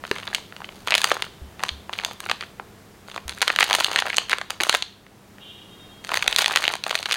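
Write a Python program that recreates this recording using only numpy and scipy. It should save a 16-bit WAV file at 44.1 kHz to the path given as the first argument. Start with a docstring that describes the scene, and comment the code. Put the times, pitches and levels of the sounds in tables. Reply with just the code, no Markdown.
"""Crackling plastic packet

Two hands squeeze and turn a plastic biscuit packet close by in a small room. Each squeeze drives fine crackle
and scattered pops; large creases buckle with sharp snaps. All three are short, dispersed rings of a film facet.
Behind them lie shaped room noise, a low hum of wavering sines, a few soft bumps made of damped sines, and far
horns built from upper harmonics, mostly in the longest pause. Random reflections give the packet its room."""
import sys
import numpy as np
from scipy import signal
from scipy.fft import rfft, irfft
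from scipy.io import wavfile
from scipy.ndimage import uniform_filter1d

SR = 44100
rng = np.random.default_rng(int(sys.argv[2]) if len(sys.argv) > 2 else 0)


def dump(signal):
    """Clip the signal to [-1, 1] and save it as 16-bit WAV at the path in sys.argv[1]."""
    limited = np.clip(np.atleast_2d(signal).T, -1, 1)
    pcm = np.round(limited * 32767).astype(np.int16)
    wavfile.write(sys.argv[1], SR, pcm)


N = 315756
TIME = np.arange(N) / SR


def amp(db):
    """Decibels to gain."""
    return 10 ** (np.asarray(db) / 20)


def evened(x):
    """Scales to rms 1."""
    return x / np.sqrt(np.mean(x ** 2) + 1e-20)


def read(points, hz):
    """Reads a table on a log-frequency axis."""
    f, value = np.transpose(points)
    return np.interp(np.log(hz + 1), np.log(f + 1), value)


def add(mix, s, sound):
    """Mixes a sound in at s seconds."""
    part = mix[max(round(s * SR), 0):][:len(sound)]
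    part += sound[:len(part)]


def wander(rate_hz):
    """Slow random curve of rms 1: noise under a Gaussian low-pass."""
    hz = np.fft.rfftfreq(N, 1 / SR)
    noise = rfft(rng.standard_normal(N))
    return evened(irfft(noise * np.exp(-(hz / rate_hz) ** 2), N))


# Spectrum of the still room. Each row: frequency in Hz, relative level in dB.
AIR_SPECTRUM = [(12, -50.5), (20, -14), (198, -8.5), (255, -12.5), (399, -10.5), (499, -15), (574, -17.5),
                (678, -16), (759, -17), (1150, -19.5), (1910, -23), (2460, -25.5), (16000, -37.5)]
# Mains hum. Each row: frequency in Hz, rms level in dB before the swell.
HUM_TONES = [(100, -62.5), (200.5, -61)]
# The background swells and sinks. Each row: time in seconds, gain in dB.
BACKGROUND_SWELL = [(0, 3.5), (1.4, 3), (2.8, 2), (4.4, 1), (5.0, -2.5), (5.35, 1), (5.9, 2.5), (7.16, 0)]


def background(air_db=-50.5, drift_rad=0.617, drift_hz=3.1):
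    """Shaped room noise and a hum of sines with wandering phase share one slow swell."""
    hz = np.fft.rfftfreq(N, 1 / SR)
    noise = rfft(rng.standard_normal(N))
    air = amp(air_db) * evened(irfft(noise * amp(read(AIR_SPECTRUM, hz)), N))
    hum = np.zeros(N)
    for f, db in HUM_TONES:
        phase = 2 * np.pi * f * TIME + drift_rad * wander(drift_hz)
        hum += amp(db) * evened(np.sin(phase))
    swell_db = np.interp(TIME, *np.transpose(BACKGROUND_SWELL))
    return (air + hum) * amp(swell_db)


# Distant horns. Each row: start in seconds, end in seconds, pitch in Hz, level in dB.
HORN_CALLS = [(5.39, 5.55, 346, -48.5), (5.4, 5.55, 411.5, -47.5), (5.68, 5.99, 463, -52.5),
              (1.13, 1.56, 340, -63)]
# What reaches the room of a horn. Each row: frequency in Hz, gain in dB.
HORN_SPECTRUM = [(2000, -38), (2500, -13), (2770, -9), (2900, 5), (3150, -4.5), (3300, 3.5), (3450, -10),
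                 (3700, 0.5), (3800, -13), (4100, -15), (5500, -41.5)]


def horns(rise_s=0.014, linger_s=0.16, street_s=0.063, waver=0.005, count=12):
    """Far horns: only upper harmonics carry, blurred by echoes between the houses."""
    out, t = np.zeros(N), TIME[:SR]
    for start, end, pitch_hz, db in HORN_CALLS:
        rise = 1 - np.exp(-t / rise_s)
        blow = rise * np.exp(-np.maximum(t - (end - start), 0) / linger_s)
        drift = evened(uniform_filter1d(rng.standard_normal(SR), SR // 80))
        turns = np.cumsum(pitch_hz * (1 + waver * drift)) / SR
        street = rfft(rng.standard_normal(SR) * np.exp(-t / street_s))
        tone = np.zeros(SR)
        for k in range(count // 2, count):
            harmonic = rfft(np.sin(2 * np.pi * k * turns))
            partial = blow * irfft(harmonic * street, SR)
            tone += amp(read(HORN_SPECTRUM, k * pitch_hz)) * evened(partial)
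        add(out, start, amp(db) * evened(tone) * np.sqrt(np.mean(blow ** 2)))
    return out


def thuds(rows):
    """Each soft blow rings one low, damped mode."""
    out, t = np.zeros(N), np.arange(SR // 2) / SR
    for s, db, hz, t60 in rows:
        decay = np.exp(-np.log(1000) * t / t60)
        add(out, s, amp(db) * np.sin(2 * np.pi * hz * t) * decay)
    return out


# Soft booms. Each row: start in seconds, level before decay in dB, pitch in Hz, 60 dB decay in seconds.
SOFT_BUMPS = [(1.417, -30, 69, 0.266), (1.715, -32.5, 70.4, 0.41), (3.255, -33, 69, 0.3),
              (6.279, -40, 42, .2)]


def bumps():
    """The hands nudge the pack and something low booms softly as a damped sine."""
    return thuds(SOFT_BUMPS)


# Fingertip blows. Each row: start in seconds, level before decay in dB, pitch in Hz, 60 dB decay in seconds.
FINGER_KNOCKS = [(.113, -14, 408, 0.039), (4.608, -25.5, 351.6, 0.054)]


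def knocks():
    """A fingertip lands on the filled pack, which answers with a short damped mode."""
    return thuds(FINGER_KNOCKS)


# Squeezes and shifts of grip. Each row: start in seconds, end in seconds, effort in dB.
GRIPS = [(0.022, .09, -49), (0.109, 0.361, -42), (.56, 0.853, -52), (.86, 1.019, -35.5), (1.02, 1.125, -33),
         (1.158, 1.246, -45), (1.583, 1.681, -42), (1.91, 2.122, -42), (2.19, 2.32, -45),
         (2.399, 2.424, -42), (3.061, 3.16, -47), (3.27, 3.4, -44), (3.405, 3.54, -37), (3.585, 3.625, -26),
         (3.66, 3.99, -33), (4.0, 4.22, -40), (4.291, 4.333, -32.5), (4.501, 4.55, -43), (4.6, 4.764, -35),
         (6.03, 6.1, -48), (6.09, 6.181, -33), (6.199, 6.35, -37), (6.365, 6.42, -28), (6.46, 6.72, -33.5),
         (6.834, 7.16, -36.5)]


def effort(grip_s=.02, relax_s=.022):
    """How hard the fingers work the film, as a gain: each squeeze builds, holds and relaxes."""
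    t = np.linspace(0, N / SR, N // 32)  # a coarse grid is enough for slow fingers
    squeezes = []
    for start, end, db in GRIPS:
        build = np.clip((t - start) / grip_s, 0, 1)
        relax = np.exp(-np.maximum(t - end, 0) / relax_s)
        squeezes.append(amp(db) * build * relax)
    return np.interp(TIME, t, np.max(squeezes, axis=0))


# Colour shared by all creases of the plastic film. Each row: frequency in Hz, gain in dB.
FILM_COLOUR = [(100, -20), (300, -6.5), (650, -1.5), (1200, -5), (2200, -4.5), (3000, -1.5), (4550, 0),
               (5450, -8.5), (6500, -0.5), (7500, -6), (8800, -2.5), (12000, -8.5), (15500, -12)]


def crease(pitch_hz, dullness, q=1.06, q_per_dullness=0.075, scatter=0.3, scatter_s=0.0018, size=1024):
    """A facet of film flips and rings for a few cycles; the packet scatters the click for some ms."""
    hz = np.maximum(np.fft.rfftfreq(size, 1 / SR), 1)
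    ratio = hz / pitch_hz
    ring_q = q + q_per_dullness * max(dullness, 0)  # a slow flip rings on one mode, a fast one cracks broadly
    resonance_db = -10 * np.log10(1 + (ring_q * (ratio - 1 / ratio)) ** 2)
    dull_db = -dullness * np.log2(1 + ratio ** 2) / 2  # dullness: extra dB per octave lost above the pitch
    # every facet has its own higher modes, peaks and gaps a few hundred Hz wide
    modes_db = 3.8 * np.interp(np.sqrt(hz), np.linspace(10, 130, 40), rng.uniform(-1.7, 1.7, 40))
    db = read(FILM_COLOUR, hz) + resonance_db + dull_db + modes_db

    # minimum phase: the ring starts at once, with nothing ahead of it
    log_gain = np.log(amp(db - db.max()) + 1e-4)
    mirrored = np.r_[log_gain, log_gain[-2:0:-1]]
    spectrum = np.exp(np.conj(signal.hilbert(mirrored)))[:len(hz)]

    # bending waves disperse: the slow low ones leave the film last, which turns the spike into a short chirp
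    lag_s = rng.uniform(.0003, .0009) * np.sqrt(2000 / (hz + 300))
    phase = -2 * np.pi * np.cumsum(lag_s) * SR / size
    click = irfft(spectrum * np.exp(1j * phase), size)

    t = np.arange(size) / SR
    paths = rng.standard_normal(size) * (np.exp(-t / scatter_s) - np.exp(-4 * t / scatter_s))
    paths *= scatter / np.linalg.norm(paths)
    paths[0] = 1  # direct sound
    sound = signal.fftconvolve(click, paths)[:size]
    unit = np.sqrt(SR / 1000) / np.linalg.norm(sound)  # energy of rms 1 over 1 ms
    return sound * rng.choice([-1, 1]) * unit


def crackle(per_s=400, spread_db=5.0, gain_db=-1.0, pitch_hz=1820, pitch_spread=0.52,
            dullness=3.8, dullness_spread=7, count=48):
    """Many tiny creases of random size, pitch and sharpness, as loud as the fingers are busy."""
    happens = rng.random(N) < per_s / SR
    sizes = amp(spread_db * np.minimum(rng.exponential(1, N), 3.2)) * happens
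    pitches = pitch_hz * np.exp(pitch_spread * np.sqrt(3) * np.linspace(-1, 1, count))
    facets = [crease(hz, dullness + dullness_spread * rng.uniform(-1.3, 1)) for hz in pitches]
    which, film = rng.integers(0, count, N), np.zeros(N)
    for at in np.flatnonzero(sizes):
        add(film, at / SR, sizes[at] * facets[which[at]])
    return amp(gain_db) * effort() * evened(film)


def pops(firm_db=-33, per_s=80, rate_power=.85, level_db=-21, size_power=0.61, spread_db=5.0,
         pitch_hz=1900, pitch_spread=0.53, dullness=7, dullness_spread=6.3, count=400):
    """Middling creases give way at uneven intervals: more often and louder the firmer the squeeze."""
    force = effort() / amp(firm_db)
    strain = np.cumsum(per_s * force ** rate_power) / SR
    gaps = rng.gamma(2, 1 / 2, count)  # strain from one pop to the next, 1 on average
    moments = np.searchsorted(strain, np.cumsum(gaps))
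    out = np.zeros(N)
    for at, (size, high, dull) in zip(moments[moments < N], rng.uniform(-1.12, 1, (count, 3))):
        pop = crease(pitch_hz * np.exp(pitch_spread * high), dullness + dullness_spread * dull)
        level = amp(level_db + spread_db * size) * force[at] ** size_power
        add(out, at / SR, level * pop)
    return out


def yielding(below_db=-16, spread_db=4, lead_s=.004, duller=3, firm_db=-32):
    """Under a firm squeeze, a smaller and duller facet often yields just before a large crease gives way."""
    out, force = np.zeros(N), effort() / amp(firm_db)
    draws = rng.uniform(-1, 1, (len(BUCKLES), 3))
    for (s, db, pitch_hz, dullness), (wait, size, chance) in zip(BUCKLES, draws):
        yields = abs(chance) < force[round(s * SR)]
        tick = crease(pitch_hz, dullness + duller) * yields
        add(out, s - lead_s * np.exp(wait), amp(db + below_db + spread_db * size) * tick)
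    return out


# Large buckling creases. Each row: time in seconds, level over 1 ms in dB before the trims below,
# pitch of the facet in Hz, dullness in dB per octave above the pitch.
BUCKLES = [(0.0385, -20.5, 1530, 11), (0.0512, -22.5, 1940, 11), (0.1137, -9, 1950, 4.5),
           (.276, -19, 3850, 20), (.3302, -20, 1870, 11), (.348, -8.5, 3030, 2.5), (.524, -28, 1810, 13),
           (.5649, -26.5, 2200, 6.5), (.6186, -25, 1280, 10), (.6442, -23.5, 2710, 17),
           (.6904, -26, 2740, 22), (.874, -13, 1370, 1), (.8833, -14.5, 2300, 7), (.907, -11, 2000, 0),
           (.922, -6, 2770, 17), (0.9412, -3.5, 2360, 9), (0.9519, -4.5, 1990, 0.5), (.98, -9.5, 2560, 1),
           (1.017, -13.5, 3040, -0.5), (1.0431, -3, 1810, -1), (1.105, -16.5, 2148, 9),
           (1.1161, -3.5, 1320, 8), (1.168, -17.5, 1472, 11), (1.2225, -11.5, 2240, 3.5),
           (1.6362, -8.5, 1230, 1), (1.6912, -12.5, 3420, 12.5), (1.8944, -19.5, 1041, 6.5),
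           (1.9345, -17.5, 3370, 20), (1.9884, -14.5, 2640, 12), (2.0364, -21, 1570, 5),
           (2.0488, -10.5, 2530, 1.5), (2.1117, -24.5, 1000, 3), (2.2042, -21.5, 1939, -2),
           (2.2624, -20.5, 1511, 9), (2.2976, -12, 1870, 6.5), (2.3145, -7.5, 1805, 3.5),
           (2.4094, -20.5, 2450, 8), (2.4361, -25.5, 1940, 10), (2.5975, -20, 1370, 14),
           (3.162, -18.5, 850, 1), (3.1778, -19.5, 1582, 9), (3.2806, -22.5, 1376, -3.5),
           (3.2943, -17.5, 2380, -1.5), (3.417, -8.5, 1996, 1.5), (3.4206, -8, 1990, -1.5),
           (3.427, -8.5, 2223, 6), (3.479, -6, 1934, 1.5), (3.5017, -6.5, 1870, 10.5),
           (3.562, -10, 2220, 2), (3.588, -3.5, 1870, 5.5), (3.6085, -5.5, 2080, 8), (3.628, -2.5, 2150, 8),
           (3.642, -13, 1810, -3), (3.6995, -13, 1372, -1), (3.7098, -7.5, 1568, 5), (3.73, -6, 2740, 2.5),
           (3.739, -10, 1570, 2), (3.7501, -6, 1520, -0.5), (3.7538, -13, 3370, -1),
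           (3.7852, -17, 520, -0.5), (3.8019, -12, 2150, -3), (3.8075, -10, 1000, 2),
           (3.8455, -4.5, 3485, 5), (3.9147, -16.5, 1280, 9), (3.9604, -5, 2472, 8),
           (3.9891, -6.5, 2364, 8.5), (4.002, -16.5, 2940, 1.5), (4.0223, -10.5, 1564, 9.5),
           (4.0562, -17.5, 1150, 5), (4.0673, -15, 1740, 7), (4.1016, -12.5, 2220, 8),
           (4.1299, -16, 2380, 12), (4.1441, -18.5, 2560, 4), (4.1685, -11, 6740, 14), (4.183, -2, 2374, 5),
           (4.2961, -15.5, 1810, 0), (4.3185, -13, 1900, 7), (4.3309, -4.5, 2081, 10.5),
           (4.3846, -17.5, 1468, 1.5), (4.414, -16.5, 1630, 5), (4.505, -14, 1160, -2),
           (4.6026, -11.5, 1940, 8.5), (4.608, -10, 2243, 4), (4.6353, -8.5, 2016, -2),
           (4.6953, -.5, 2130, 3.5), (4.7274, -12, 2085, 3), (4.742, -12, 876, 0.5), (4.7489, -5, 1516, .5),
           (4.8241, -12, 3274, 9), (5.0655, -39, 1933, 6), (5.384, -36, 1870, 7), (6.048, -23.5, 1677, 0.5),
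           (6.0921, -18, 1468, 4.5), (6.1181, -14, 1188, 7), (6.1424, -9.5, 1620, 0.5),
           (6.1726, -8.5, 1580, 1), (6.2252, -10, 1810, 2.5), (6.279, -2.5, 2560, 3),
           (6.327, -10.5, 2656, 6), (6.3623, -5, 3360, 3), (6.3857, -7.5, 2296, -2),
           (6.3902, -7.5, 2000, -1.5), (6.4207, -11.5, 1870, -3), (6.444, -9.5, 2402, 5),
           (6.46, -5, 2630, 5), (6.4807, -13, 1370, -2), (6.5098, -15, 1192, 1.5), (6.5602, -3, 2155, 3),
           (6.5725, -6.5, 1996, 3.5), (6.64, -10, 2088, 6), (6.6523, -11, 2734, 14),
           (6.6792, -4.5, 2937, 14), (6.738, -13.5, 1259, 1.5), (6.7541, -18.5, 1030, -.5),
           (6.8385, -14, 3060, 3), (6.8651, -14, 1419, 5.5), (6.9101, -11, 1562, 2.5),
           (6.9537, -7.5, 1998, 2.5), (7.0578, -12.5, 2554, 8), (7.112, -10.5, 2280, 6),
           (7.1225, -10, 2734, 2), (7.1281, -12, 2300, 2), (7.142, -13.5, 2657, -0.5)]


def snaps(gain_db=-0.49, after_share=.3, after_db=-9, after_s=.002):
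    """The large creases give way one by one; some jerk again a few ms later as the fold runs on."""
    out = np.zeros(N)
    for (s, db, pitch_hz, dullness), (chance, wait) in zip(BUCKLES, rng.random((len(BUCKLES), 2))):
        first, second = crease(pitch_hz, dullness), crease(pitch_hz, dullness)
        add(out, s - .0003, amp(db + gain_db) * first)  # starts early to allow for the lag in the film
        jerks = chance < after_share
        add(out, s + after_s * (.5 + 2 * wait), jerks * amp(db + after_db) * second)
    return out


# How long the room rings. Each row: frequency in Hz, 60 dB decay in seconds.
RING_T60 = [(200, 0.03), (1000, 0.33), (3500, 0.47), (8000, 0.24), (15000, 0.23)]
# Tone of the ring at its start. Each row: frequency in Hz, gain in dB.
RING_COLOUR = [(200, -1.5), (1000, -1), (2200, -5), (4000, 0.5), (8000, 2.5), (15000, -3)]


def room(x, wet_db=-15.5, first_s=0.0054, size=256, spacing=12):
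    """Sparse reflections of random sign, each band dying at its own speed."""
    hits = rng.random(SR) < 1 / spacing  # one reflection in 12 samples on average
    taps = rng.standard_normal(SR) * hits * (TIME[:SR] > first_s)
    hz, t, bands = signal.stft(taps, SR, nperseg=size)
    decay = np.exp(-np.log(1000) * t / read(RING_T60, hz)[:, None])
    bands = bands * amp(read(RING_COLOUR, hz))[:, None] * decay
    tail = signal.istft(bands, SR, nperseg=size)[1]
    return amp(wet_db) * signal.fftconvolve(x, tail / np.linalg.norm(tail))[:N]


def turning_room(x, half_cycles_per_s=3.0, count=3):
    """The packet turns in the hands, so it sends its sound along changing paths through the room."""
    out = np.zeros(N)
    for k in range(count):
        facing = np.cos(np.pi * (half_cycles_per_s * TIME + k / count))
        out += room(x * facing * np.sqrt(2 / count))  # the shares keep a constant total power
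    return out


def scene():
    """The packet near by, its ring in the room, and the background."""
    behind = background() + horns() + bumps()
    packet = knocks() + crackle() + pops() + yielding() + snaps()
    return (packet + turning_room(packet) + behind)[None]


def record(dry, edge_hz=16100):
    """Clips peaks at full scale, then cuts everything above the band edge."""
    clipped = np.clip(dry, -1, 1)
    low_pass = signal.firwin(401, edge_hz, window=("kaiser", 8), fs=SR)
    return signal.oaconvolve(clipped, low_pass[None], "same")


dry = scene()
out = record(dry)
dump(out)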